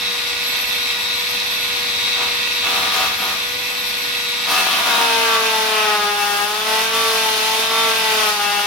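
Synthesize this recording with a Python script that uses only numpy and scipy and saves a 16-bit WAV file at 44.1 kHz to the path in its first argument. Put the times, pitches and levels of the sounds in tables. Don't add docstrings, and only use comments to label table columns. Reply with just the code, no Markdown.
import sys
import numpy as np
from scipy import signal
from scipy.fft import rfft, irfft, next_fast_len
from scipy.io import wavfile

SR = 44100
rng = np.random.default_rng(int(sys.argv[2]) if len(sys.argv) > 2 else 0)


def persist_wave(psi):
    counts = np.round(np.clip(psi, -1, 1) * 32767).astype(np.int16)
    wavfile.write(sys.argv[1], SR, np.atleast_2d(counts).T)


N = 381906

# time in seconds, speed in turns per second.
SHAFT_SPEED = [(0.0, 485.8), (0.21, 481.4), (0.65, 488.3), (0.95, 480.5), (1.3, 487.8), (1.9, 483.2),
               (2.6, 484.0), (3.12, 476.8), (3.36, 480.8), (3.56, 490.8), (4.41, 482.2), (4.65, 475.2),
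               (4.89, 472.5), (5.4, 446.2), (5.72, 435.1), (6.03, 413.9), (6.4, 407.6), (6.66, 435.0),
               (6.98, 451.4), (7.2, 443.5), (7.38, 435.1), (7.8, 451.6), (8.16, 435.9), (8.42, 410.1),
               (8.66, 410.0)]
# level of the free shaft in dB at resting skitter,
# change in dB per unit of skitter above rest.
WHINE_PARTIALS = [(-40, -15.5), (-49, -3.5), (-44, -5.5), (-40.5, -12)]
# time in seconds, level in dB.
MOTOR_LEVEL = [(0, -24.5), (1.3, -24), (2.9, -23), (3.5, -26), (4.4, -24.5), (4.8, -22), (5.5, -21.5),
               (6.4, -26), (7.3, -20.5), (8.66, -23)]
# frequency in Hz, relative gain in dB.
CANOPY_ANSWER = [(140, -18), (255, -9), (345, -13), (520, -16.5), (650, 3), (760, 1), (1000, -2),
                 (1180, 0.5), (1600, 0.5), (2150, -2), (2500, -1), (3500, -3.5), (4600, -8), (7000, -15.5)]
# frequency in Hz, relative gain in dB.
SPARK_COLOUR = [(150, -26), (280, -14), (420, -33), (700, -18), (1000, -7.5), (1350, -15), (1550, -13.5),
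                (1900, -7), (2500, -3.5), (3050, -10), (3750, -5.5), (4500, -10), (5800, -14.5),
                (7000, -24), (15800, -34)]
GRINDING_COLOUR = [(120, -42), (200, -3), (270, -17), (380, -4), (540, -9), (700, 0.5), (950, -0.5),
                   (1300, -1), (1700, -3.5), (2150, -13), (3100, -5.5), (4500, -10), (7000, -18.5)]
CHIP_COLOUR = [(2000, -8), (3200, 4.5), (5000, 4.5), (6500, 1), (7600, -6), (9500, -1), (12500, -4.5),
               (14500, -5), (15900, -13)]
RUMBLE_COLOUR = [(22, -34), (40, -7), (60, -2.5), (85, 2.5), (125, -4.5), (200, -3), (300, -5.5),
                 (600, 0.5), (2000, -34)]
# frequency in Hz, level in dB.
IRON_HUM = [(200, -53), (300, -70)]
# frequency in Hz, gain in dB.
REFLECTION_COLOUR = [(60, -12.5), (250, -14), (500, -9), (800, -7), (1400, 0.5), (2800, -2), (5600, 0.5),
                     (11000, 1.5)]
# frequency in Hz, left over right in dB.
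STEREO_LEAN = [(100, -0.5), (350, 1), (700, 4.5), (1400, 3.2), (2800, -3.5), (5600, 8.5), (10000, -1),
               (14000, 5.5)]
# multiple of the shaft speed, level in dB over the fan level.
FAN_TONES = [(12, -4), (16, -6), (23, -18), (24, 0), (25, -12)]
# relative level in dB, for multiples 4 to 16 of the shaft speed.
ARMATURE_PARTIALS_DB = (-22, -8.5, -20, -1.5, 1.5, -7, -11.5, -7, -8, -44, -43, -44, -12.5)
# frequency in Hz, width in Hz, peak in dB over the direct sound.
HOUSING_RINGS = [(2507, 40, -6), (2660, 21, -1.5), (3214, 36, -6), (3520, 15, -13), (3602, 17, 4),
                 (3764, 17, 3), (4157, 30, 3), (4556, 61, -3.5)]
# relative level in dB, for 1 to 4 times the burst rate.
TORQUE_RIPPLE_DB = (-6.5, 4, -9.5, -4.5)
# time in seconds, level in dB.
RUMBLE_LEVEL = [(0, -45.5), (3, -42.5), (5.2, -49.5), (8.66, -51)]
# time of full force in seconds,
# hold in seconds, chatter in dB, grinding in dB, chip hiss in dB, skitter from 0 to 1.
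WHEEL_PUSHES = [(2.203, 0.025, -27, -32.5, -41, 0.1), (2.667, 0.21, -26, -28.5, -37, 0.27),
                (2.94, .1, -24, -26.5, -34, 0.84), (3.221, .08, -28, -29, -41, 0.6),
                (4.512, .07, -21.5, -26, -29, 0.7), (4.606, 0.2, -25.5, -26, -38, 0.86),
                (4.874, 0.15, -23, -24.5, -32.5, 0.3), (5.027, 0.336, -22, -31, -31.5, 0.13),
                (5.4, 0.3, -23.5, -38, -31.5, 0.3), (5.704, 0.25, -22.5, -40, -32.5, 0.18),
                (5.998, 0.099, -25.5, -33, -34.5, 0), (6.194, .24, -26, -31, -31.5, 0.28),
                (6.682, 0.16, -23.5, -38, -30, 0.36), (6.948, 0.23, -23.5, -39, -29, 0.06),
                (7.154, 0.49, -25, -35, -30.5, .33), (7.72, 0.19, -21.5, -36, -30, 0.2),
                (7.956, 0.17, -24.5, -34.5, -30, 0.36), (8.115, 0.18, -22.5, -37.5, -28.5, 0.3),
                (8.398, 0.33, -27, -34.5, -32, 0.3)]
# chatter in dB, grinding in dB, chip hiss in dB.
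FREE_WHEEL_DB = (-40, -51, -40)
GROOVE_WHEEL_DB = (-28.5, -35.5, -34)
# frequency in Hz, width in Hz, relative peak in dB.
CANOPY_MODES = [(264, 18, 1.5), (437, 69, -5), (670, 36, -4), (749, 22, 0.5), (824, 63, 1), (880, 9.7, 1),
                (929.5, 61, -1.5), (1074, 87, -3), (1148, 13, 4), (1250, 116, -3.5), (1350, 17, -5.5),
                (1408, 60, -6.5), (1609, 80, -1), (2820, 140, -1)]

BURST_HZ = 100
ROOM_T60_S = 1
CUTOFF_HZ = 15950
FREE_SPEED, FULL_LOAD_SAG = 480, 18
PUSH_ATTACK_S, PUSH_RELEASE_S = 0.069, 0.077
GROOVE_FROM_S, REST_SKITTER = 4.5, 0.2
FAN_DB, FAN_LOSS_DB, FAN_TOP_SPEED = -38.5, 0.55, 487


def from_db(db):
    return 10 ** (np.asarray(db) / 20)


def rms_one(x):
    return x / np.sqrt(np.mean(x ** 2) + 1e-20)


def in_time(rows):
    seconds, values = np.transpose(rows)
    return np.interp(np.arange(N) / SR, seconds, values)


def at_hz(points, hz):
    f, value = np.transpose(points)
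    return np.interp(np.log(np.maximum(hz, 1)), np.log(f), value)


def colour(x, points, share=1):
    size = next_fast_len(N + 8192)
    hz = np.arange(size // 2 + 1) * SR / size
    gain = from_db(share * at_hz(points, hz))
    return irfft(rfft(x, size) * gain, size)[:N]


def drift(rate):
    r = np.exp(-40 * np.pi * rate / SR)
    noise = rng.standard_normal(N // 20 + 2002)
    slow = signal.lfilter([1], [1, -2 * r, r * r], noise)[2000:]
    return np.interp(np.arange(N) / 20, np.arange(len(slow)), rms_one(slow))


def tone(cycles):
    return np.sqrt(2) * np.cos(2 * np.pi * (cycles + rng.random()))


def bursts(rise, fade, rest, delay=0.0026):
    since = (np.arange(N) * BURST_HZ / SR - delay) % 1
    pulse = (1 - np.exp(-since / rise)) * np.exp(-since / fade)
    return rms_one(abs(rest) + pulse / pulse.max())


def housing(x):
    out = x
    for hz, width_hz, db in HOUSING_RINGS:
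        ring = signal.lfilter(*signal.iirpeak(hz, hz / width_hz, fs=SR), x)
        out = out + from_db(db) * ring
    return rms_one(out)


def motor(turns, load, per_turn=0.34, sway_db=2.5):
    pulsing = 1 + load * (0.52 - 1)
    spark_bursts = 1 + pulsing * (bursts(rise=0.12, fade=0.57, rest=3.2) - 1)
    current = spark_bursts * from_db(drift(76))
    brush_turn = 1 + per_turn * np.cos(2 * np.pi * turns)
    sparks = colour(rng.standard_normal(N) * current * brush_turn, SPARK_COLOUR)
    buzz = 0
    for k, db in enumerate(ARMATURE_PARTIALS_DB, start=4):
        buzz = buzz + from_db(db + sway_db * drift(9)) * tone(k * turns + 0.04 * drift(12))
    buzz = buzz * (1 + pulsing * (bursts(rise=0.04, fade=0.11, rest=0.1) - 1))
    spark_gain, buzz_gain = from_db(-1.5 - 6 * load), from_db(-5 - 5 * load)
    return spark_gain * housing(sparks) + buzz_gain * housing(buzz)


def fan(turns, speed, flutter_db=1.5, waver_db=1.8):
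    slowing = np.maximum(FAN_TOP_SPEED - speed, 0)
    level_db = FAN_DB - FAN_LOSS_DB * slowing + waver_db * drift(4.8)
    return sum(from_db(level_db + db + flutter_db * drift(26)) * tone(k * turns) for k, db in FAN_TONES)


def hum(load, load_db=6):
    t = np.arange(N) / SR
    tones = sum(from_db(db) * tone(round(hz / BURST_HZ) * BURST_HZ * t) for hz, db in IRON_HUM)
    return from_db(load_db * load) * tones


def rumble():
    return from_db(in_time(RUMBLE_LEVEL)) * rms_one(colour(rng.standard_normal(N), RUMBLE_COLOUR))


def canopy_rings(hz):
    power = 0
    for ring_hz, width_hz, db in CANOPY_MODES:
        detuning = 2 * (hz - ring_hz) / width_hz
        power = power + (from_db(db) / (1 + detuning ** 2)) ** 2
    return power


def whine(turns, speed, drive, skitter, shake=0.039, flutter_db=3.5, sway_db=1.0):
    out = 0
    for k, (free_db, skitter_db) in enumerate(WHINE_PARTIALS, start=1):
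        level = np.sqrt(from_db(free_db) ** 2 + drive ** 2 * canopy_rings(k * speed))
        unrest_db = skitter_db * (skitter - REST_SKITTER)
        unrest_db = unrest_db + flutter_db * skitter * drift(24) + sway_db * drift(5.1)
        out = out + level * from_db(unrest_db) * tone(k * turns + shake * skitter * drift(8.8))
    return out


def press(start, length):
    t = np.arange(N) / SR
    build = np.clip(1 + (t - start) / PUSH_ATTACK_S, 0, 1)
    return build * np.exp(-np.maximum(t - start - length, 0) / PUSH_RELEASE_S)


def contact():
    in_groove = from_db(GROOVE_WHEEL_DB)[:, None] * press(GROOVE_FROM_S, N / SR)
    gains = np.maximum(from_db(FREE_WHEEL_DB)[:, None], in_groove)
    weight, skips = 0, 0
    for start, length, *levels_db, skitter in WHEEL_PUSHES:
        force = press(start, length)
        gains = np.maximum(gains, from_db(levels_db)[:, None] * force)
        weight = weight + force
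        skips = skips + force * (skitter - REST_SKITTER)
    skitter = np.clip(REST_SKITTER + skips / np.maximum(weight, 1), 0, 1)
    return (*gains, skitter)


def chatter(turns, skitter, shake=0.11, flutter_db=2, sway_db=1.6, upper_db=-1.0, rings_db=4, count=14):
    mains = np.arange(N) * BURST_HZ / SR
    ripples = [sum(from_db(db) * tone(m * mains) for m, db in enumerate(TORQUE_RIPPLE_DB, start=1))
               for _ in range(3)]
    strokes = 0
    for k in range(1, count + 1):
        above_whine = k > 4
        torque = above_whine * from_db(upper_db) + ripples[k % len(ripples)]
        strokes = strokes + torque * from_db(sway_db * drift(3.5)) * tone(k * turns + shake * skitter * drift(23.5))
    strokes = strokes * from_db(flutter_db * skitter * drift(70))
    hz = np.geomspace(50, 16000, 2000)
    rings = 1 + from_db(rings_db) ** 2 * canopy_rings(hz)
    answer_db = at_hz(CANOPY_ANSWER, hz) + 10 * np.log10(rings)
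    return housing(colour(strokes, np.column_stack([hz, answer_db])))


def scrape(turns, spectrum, per_turn, grain_db, surge_db):
    high_side = 1 + per_turn * np.cos(2 * np.pi * turns)
    bite = high_side * from_db(grain_db * drift(400) + surge_db * drift(9.1))
    return rms_one(colour(rng.standard_normal(N) * bite, spectrum))


def workshop(x, wet_db, early_s=0.01, early_db=7):
    t = np.arange(SR // 2) / SR
    decay = from_db(-60 * t / ROOM_T60_S) + from_db(early_db) * np.exp(-t / early_s)
    echoes = rng.standard_normal((2, len(t))) * decay
    common, side = [colour(signal.fftconvolve(x, e / np.linalg.norm(e))[:N], REFLECTION_COLOUR)
                    for e in echoes]
    mid = x + from_db(wet_db) * common
    return np.array([mid + side, mid - side])


def scene():
    speed = in_time(SHAFT_SPEED)
    load = np.clip((FREE_SPEED - speed) / FULL_LOAD_SAG, 0, 1)
    turns = np.cumsum(speed * (1 + 0.000597 * drift(6.42))) / SR
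    drive, grinding, chips, skitter = contact()

    tool = from_db(in_time(MOTOR_LEVEL)) * motor(turns, load) + fan(turns, speed) + hum(load)
    shaft = whine(turns, speed, drive, skitter)
    canopy = from_db(0.5) * drive * chatter(turns, skitter)
    grind = grinding * scrape(turns, GRINDING_COLOUR, per_turn=1.0, grain_db=3.5, surge_db=-0.4)
    hiss = chips * scrape(turns, CHIP_COLOUR, per_turn=0.32, grain_db=0.5, surge_db=0.5)
    dust = from_db(1.0) * grind + from_db(3.5) * hiss

    left, right = (workshop(tool, wet_db=-6.5) + workshop(canopy, wet_db=-3.5)
                   + workshop(shaft, wet_db=-13.5) + workshop(dust + rumble(), wet_db=-5.5))
    return np.array([colour(left, STEREO_LEAN, share=0.19), colour(right, STEREO_LEAN, share=-0.65)])


def record(dry):
    thin = signal.sosfilt(signal.butter(3, 45, "high", fs=SR, output="sos"), dry)
    return signal.sosfilt(signal.ellip(12, 0.1, 90, CUTOFF_HZ, fs=SR, output="sos"), thin)


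dry = scene()
out = record(dry)
persist_wave(out)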